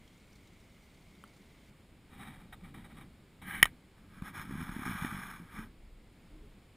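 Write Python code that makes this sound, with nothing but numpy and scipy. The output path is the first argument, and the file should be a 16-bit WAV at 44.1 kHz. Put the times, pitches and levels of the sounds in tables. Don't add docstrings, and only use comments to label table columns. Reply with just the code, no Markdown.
import sys
import numpy as np
from scipy import signal
from scipy.fft import rfft, irfft, next_fast_len
from scipy.io import wavfile

SR = 44100
rng = np.random.default_rng(int(sys.argv[2]) if len(sys.argv) > 2 else 0)


def generate_wav(sig):
    pcm = np.round(np.clip(np.atleast_2d(sig).T, -1, 1) * 32767).astype(np.int16)
    wavfile.write(sys.argv[1], SR, pcm)


N = 298320

# t/s, level/dB before trim, starting f/Hz
WATER_DRIPS = [(0.0762, -53, 3220), (0.3292, -59, 5900), (0.3564, -55, 4280), (0.4723, -55, 3780),
               (0.8854, -67, 3770), (1.0204, -59, 4390), (1.1508, -58.5, 3560), (1.2764, -58, 4690),
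               (1.3344, -63, 4110)]
# f/Hz, relative level/dB
AIR_SPECTRUM = [(15, -7), (30, 2), (70, 1.5), (110, -1), (200, -0.5), (300, -5.5), (420, -10.5), (700, -16),
                (1100, -18.5), (1800, -21), (3400, -23), (5000, -29.5), (9000, -32), (11500, -38),
                (15300, -37)]
# f/Hz, width/Hz, gain/dB
AIR_COLOUR = [(2200, 260, 4), (6010, 450, -10), (9750, 400, 4.5), (14300, 400, 4.5)]
# f/Hz, level/dB, t60/s
TAP_MODES = [(1180, -45.5, 0.025), (1330, -41, .02), (3100, -50, .016), (9000, -56.5, .014),
             (10700, -55.5, .014), (13400, -56.5, 0.013)]
# crest t/s, level/dB, rise/s, fall/s
DEEP_SWELLS = [(2.6, -57.5, 0.65, 0.65), (3.635, -46.5, .07, 0.082), (4.23, -53, .1, 0.082),
               (4.9, -57.5, 1.2, 0.82), (5.78, -53.5, 0.39, 0.52), (6.42, -56, .4, 0.28)]
# f/Hz, width/Hz, relative level/dB when brushed, under a slide, under a drag
CASING_MODES = [(788, 75, 1.5, -12.5, -13), (900, 170, -2, -13.5, -4.5), (1231, 180, 0.5, -7, 2),
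                (1540, 210, -8, -49, -2.5), (1625, 110, -6, -0.5, 1.5), (1914, 240, -1, -4, -4.5),
                (2260, 180, -7.5, -4, -13), (2314, 170, -1.5, -47, -3.5), (2990, 92, -18, -11, -15),
                (3224, 450, -9.5, -17, -16), (3470, 260, -29, -31, -14), (3770, 150, -5, -25, -45),
                (3890, 450, -29.5, -25, -21), (5280, 120, -25, -28.5, -15.5),
                (5440, 350, -26, -34.5, -23.5), (6603, 380, -29, -35, -23.5), (6700, 91, -26, -31, -18),
                (8350, 540, -16.5, -28, -23), (8550, 130, -18.5, -25, -24.5), (8750, 270, -19, -22, -21.5),
                (9780, 320, -13, -19, -16.5), (10260, 220, -16.5, -14, -14), (10750, 230, -17, -30.5, -16),
                (11660, 110, -20, -32, -22.5), (12220, 100, -21, -34, -31), (13240, 400, -19.5, -32.5, -18),
                (14200, 570, -17.5, -16.5, -18), (14800, 280, -23, -26, -38)]
BRUSHED, SLID, DRAGGED = 0, 1, 2
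# crest t/s, level/dB, rise/s, fall/s
BRUSH_STROKES = [(2.135, -56.5, 0.048, .06), (2.22, -48, 0.063, 0.054), (2.28, -54, 0.079, 0.15),
                 (2.403, -62.5, 0.0073, 0.11), (2.529, -50, 0.0064, 0.031), (2.655, -58.5, .06, 0.081),
                 (2.745, -51, 0.005, .04), (2.78, -61.5, 0.034, 0.15), (2.845, -56.5, .004, 0.044),
                 (2.925, -63, 0.045, 0.15), (2.972, -52.5, 0.0064, 0.037), (3.015, -59.5, .05, 0.067),
                 (3.418, -50.5, .003, 0.047)]
# f/Hz, relative level/dB
GRIP_SPECTRUM = [(25, -7), (70, -4), (130, -2), (195, 1.5), (270, -5.5), (370, -15), (480, -26.5),
                 (650, -24), (900, -55)]
# t/s, level/dB, f/Hz, scuff/dB relative to the tone, t60/s
PLASTIC_TICKS = [(2.233, -43.5, 1730, -5, .018), (4.692, -39, 1430, -6, 0.0096),
                 (4.854, -43, 2140, -7, 0.065), (5.049, -31.5, 1940, -5, 0.014)]
# t/s, length/s, start f/Hz, end f/Hz, level/dB
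LOW_SQUEAKS = [(2.62, 0.035, 190, 170, -43.5), (5.395, 0.059, 187, 155, -46),
               (5.546, 0.11, 218, 230.6, -44.5), (6.304, 0.13, 304, 324.6, -57),
               (6.419, 0.055, 420, 400, -59)]
# crest t/s, level/dB, rise/s, fall/s
SLIDE_STROKES = [(3.5, -42.5, .062, .08), (3.553, -41.5, .05, .115), (3.66, -48.5, .03, .04)]
# t/s, ring gain/dB, crack level/dB
SNAP_HITS = [(3.6281, -1.5, -19.5), (3.6351, -29.5, -51), (3.6425, -25, -54.5), (3.6552, -23, -27.5),
             (3.6676, -44.5, -48.5)]
# f/Hz, relative level/dB, t60/s before the choke
SNAP_MODES = [(255, -24.5, .024), (408, -26, 0.0072), (1235, -9.5, 0.018), (1904, 1, .019),
              (2188, -11, 0.041), (3052, -2.5, .013), (3693, -18, 0.014), (5270, -15, .009),
              (6740, -15.5, .009), (8940, -10, .012), (9790, -19.5, 0.021), (10110, -11.5, .016),
              (10780, -27, 0.012), (13000, -32.5, .016), (13880, -12.5, 0.013), (15200, -18, .016),
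              (16000, -9.5, .012)]
# crest t/s, level/dB, rise/s, fall/s
DRAG_STROKES = [(3.985, -71, .05, 0.18), (4.185, -59, 0.13, .045), (4.28, -46, 0.063, 0.044),
                (4.362, -43.5, 0.036, 0.086), (4.415, -43.5, 0.037, 0.045), (5.595, -48.5, 0.16, 0.085)]
# t/s, level/dB
DRAG_ENVELOPE = [(4.45, -57), (4.628, -46.5), (4.7, -51.5), (4.85, -45.5), (4.856, -40.5), (4.886, -43),
                 (5.068, -43), (5.076, -46.5), (5.214, -44.5), (5.344, -50), (5.446, -63.5), (5.47, -69)]
# t/s, count, gap/s, first level/dB, change per slip/dB
SKIN_SLIPS = [(4.2235, 1, 0, -28.5, 0), (4.4955, 5, 0.015, -34, 1), (4.5821, 5, 0.012, -33.5, 0.4),
              (4.6949, 2, .0283, -31, -3), (4.766, 3, 0.028, -28.5, -3), (4.8643, 4, 0.016, -29.5, 0),
              (4.9544, 1, 0, -32, 0), (5.0247, 2, .0236, -27.5, 2.5), (5.1267, 4, 0.021, -31.5, -2),
              (5.4013, 1, 0, -40, 0), (5.594, 1, 0, -32, 0)]


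def amp(db):
    return np.exp(np.asarray(db) * (np.log(10) / 20))


def unit(x):
    return x / np.sqrt(np.mean(x ** 2) + 1e-20)


def add(track, start_s, sound):
    part = track[round(start_s * SR):][:len(sound)]
    part += sound[:len(part)]


def envelope(points):
    times, db = np.transpose(points)
    out = np.zeros(N)
    add(out, times[0], amp(np.interp(np.arange(times[0], times[-1], 1 / SR), times, db)))
    return out


def swells(rows, depth_db=20, roundness=1.6):
    t, power = np.arange(N) / SR, np.zeros(N)
    for crest, db, rise, fall in rows:
        away = np.maximum((crest - t) / rise, (t - crest) / fall)
        near = away < 4
        power[near] += amp(db - depth_db * away[near] ** roundness) ** 2
    return np.sqrt(power)


def wobble(rate):
    at = np.arange(N) * (rate / SR)
    knots = rng.standard_normal(int(at[-1]) + 2)
    return np.interp(at, np.arange(len(knots)), knots)


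def filtered(x, gain):
    size, hz = next_fast_len(N + 4096, real=True), np.linspace(0, SR / 2, 4097)
    curve = np.interp(np.fft.rfftfreq(size, 1 / SR), hz, gain(hz))
    return irfft(rfft(x, size) * curve, size)[..., :N]


def noise(spectrum, bands=()):
    def gain(hz):
        points_hz, points_db = np.transpose(spectrum)
        broad = np.interp(np.log(hz + 1), np.log(points_hz + 1), points_db)
        narrow = sum(db * np.exp(-((hz - centre) / width) ** 2) for centre, width, db in bands)
        return amp(broad + narrow)
    return unit(filtered(rng.standard_normal(N), gain))


def ringing(modes, t, attack_s):
    ring = sum(amp(db - 60 * t / t60) * np.sin(2 * np.pi * hz * t) for hz, db, t60 in modes)
    return ring * (1 - np.exp(-(t / attack_s) ** 2))


def trickle(end_s=1.7, count=130, trim_db=-4, t60=0.034, splash_db=-5):
    tones, splashes, t = np.zeros(N), np.zeros(N), np.arange(SR // 20) / SR
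    small_bubbles = [(end_s * when, -70 - 2.5 * np.log(1 - 0.95 * strength), 2800 * 3 ** pitch)
                     for when, strength, pitch in rng.random((count, 3))]
    for start, db, hz in list(WATER_DRIPS) + small_bubbles:
        fade = amp(db + trim_db - 60 * t / t60) * (1 - np.exp(-t / 0.00077))
        add(tones, start, fade * np.sin(2 * np.pi * hz * t * (1 + 1.2 * t)))
        add(splashes, start, fade * amp(splash_db))
    colour = [(500, -15), (1700, -11.5), (3100, -2), (4500, -8), (9500, -12), (11500, -29), (15000, -17)]
    wash = amp(-71) * noise(colour, bands=[(2134, 260, 16.3), (9750, 230, 5.6), (14200, 300, 12)])
    spray = noise([(1500, -30), (4000, 7), (8000, 0), (12000, -7)])
    return tones + splashes * spray + wash * (np.arange(N) < end_s * SR)


def air(lumpy_db=2.5):
    bed = amp(-59.5 + 0.36 * wobble(3.5)) * noise(AIR_SPECTRUM, AIR_COLOUR)
    deep = noise([(12, -25), (31, 3), (50, -11), (110, -34), (400, -89.5)])
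    lumps = amp(lumpy_db * wobble(11))
    return bed + swells(DEEP_SWELLS) * unit(deep * lumps)


def side_hiss():
    return amp(-79.5) * noise([(25, 2), (130, -1), (320, -2.5), (700, -12.5), (4800, -14.5),
                               (6000, -25), (7500, -18.5), (9000, -24), (10000, -51)])


def tap(start_s=1.2388):
    out = np.zeros(N)
    add(out, start_s, ringing(TAP_MODES, np.arange(SR // 20) / SR, attack_s=0.00039))
    return out


def casing(hz, contact):
    return np.sqrt(sum(amp(levels[contact]) ** 2 / (1 + ((hz - centre) / width) ** 2) ** 3
                       for centre, width, *levels in CASING_MODES))


def through_casing(force, contact):
    return unit(filtered(force, lambda hz: casing(hz, contact)))


def rub(contact, catches_per_s, grit, flutter_db):
    catches = (rng.random(N) < catches_per_s / SR) * rng.standard_normal(N)
    force = rng.standard_normal(N) + grit * unit(catches)
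    return through_casing(force * amp(flutter_db * wobble(90)), contact)


def grip(pressure, level_db=-53, at_pressure_db=-50, db_per_db=0.46, lag_s=0.016, flutter_db=3):
    pole = np.exp(-1 / (lag_s * SR))
    effort = signal.lfilter([1 - pole], [1, -pole], (pressure / amp(at_pressure_db)) ** 2 + 1e-20)
    rumble = unit(noise(GRIP_SPECTRUM) * amp(flutter_db * wobble(55)))
    return amp(level_db) * effort ** (db_per_db / 2) * rumble


def fingers():
    brush, slide = swells(BRUSH_STROKES), swells(SLIDE_STROKES)
    drag = np.hypot(swells(DRAG_STROKES), envelope(DRAG_ENVELOPE))
    pressure = amp(6) * brush + amp(5) * slide + amp(-0.5) * drag
    return (brush * rub(BRUSHED, catches_per_s=600, grit=0.63, flutter_db=2.2)
            + slide * rub(SLID, catches_per_s=2500, grit=0.7, flutter_db=0.5)
            + drag * rub(DRAGGED, catches_per_s=1100, grit=0.71, flutter_db=1.16)
            + grip(pressure))


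def ticks():
    tones, scuffs, t = np.zeros(N), np.zeros(N), np.arange(SR // 12) / SR
    for start, db, hz, scuff_db, t60 in PLASTIC_TICKS:
        fade = amp(db - 60 * t / t60)
        add(tones, start, fade * np.sin(2 * np.pi * hz * t))
        add(scuffs, start, fade * amp(scuff_db))
    return tones + scuffs * through_casing(rng.standard_normal(N), BRUSHED)


def squeaks(waver=0.039, overtone_db=-19):
    out, drift = np.zeros(N), 1 + waver * wobble(55)
    for start, length, start_hz, end_hz, db in LOW_SQUEAKS:
        progress = np.linspace(0, 1, int(length * SR))
        glide = start_hz + (end_hz - start_hz) * progress
        phase = 2 * np.pi * np.cumsum(glide * drift[round(start * SR):][:len(glide)]) / SR
        tone = np.sin(phase) + amp(overtone_db) * np.sin(2 * phase)
        add(out, start, amp(db) * np.sin(np.pi * progress) * tone)
    return out


def snaps(attack_s=0.00053, crack_t60=0.017, choke_s=0.0094, choke_floor=0.1):
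    rings, cracks, t = np.zeros(N), np.zeros(N), np.arange(SR // 12) / SR
    choke = choke_floor + (1 - choke_floor) / (1 + (t / choke_s) ** 8)
    ring = ringing(SNAP_MODES, t, attack_s) * choke
    for start, ring_db, crack_db in SNAP_HITS:
        add(rings, start, amp(ring_db) * ring)
        add(cracks, start, amp(crack_db - 60 * t / crack_t60) * (1 - np.exp(-t / attack_s)))
    bright = filtered(rng.standard_normal(N), lambda hz: casing(hz, BRUSHED) * hz / (hz + 1500))
    return rings + cracks * unit(bright)


def low_thump(db=-23, hz=125, t60=0.03):
    out, t = np.zeros(N), np.arange(SR // 10) / SR
    start = max(SNAP_HITS, key=lambda hit: hit[1])[0]
    add(out, start, amp(db - 60 * t / t60) * np.sin(2 * np.pi * hz * t))
    return out * amp([[1.5], [-2.2]])


def slips(thud_hz=179, scatter=0.14, push_cycles=0.39, ring_hz=205, ring_db=-7, t60=0.044, scuff_db=-20):
    thuds, scuffs = np.zeros(N), np.zeros(N)
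    t = np.arange(-SR // 100, SR // 16) / SR
    decay = amp(ring_db - 60 * np.maximum(t, 0) / t60) * (t > 0)
    for first_s, count, gap, first_db, change_db in SKIN_SLIPS:
        for k in range(round(count)):
            start, db = first_s + k * gap + t[0], first_db + k * change_db
            detune = np.exp(scatter * rng.standard_normal())
            hz = thud_hz * detune
            push = np.exp(-(t * hz / push_cycles) ** 2)
            swing = np.cos(2 * np.pi * ring_hz * detune * t) * decay * (1 - push)
            add(thuds, start, amp(db) * (push * np.cos(2 * np.pi * hz * t) + swing))
            add(scuffs, start, amp(db + scuff_db) * push)
    return thuds + scuffs * through_casing(rng.standard_normal(N), DRAGGED)


def scene():
    mid = fingers() + slips() + snaps() + ticks() + tap() + trickle() + squeaks() + air()
    side = side_hiss()
    return np.array([mid + side, mid - side]) + low_thump()


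def record(dry, ceiling=0.8, cutoff_hz=15400):
    rounded = dry / (1 + np.abs(dry / ceiling) ** 6) ** (1 / 6)
    return filtered(rounded, lambda hz: 1 / np.sqrt(1 + (hz / cutoff_hz) ** 120))


dry = scene()
out = record(dry)
generate_wav(out)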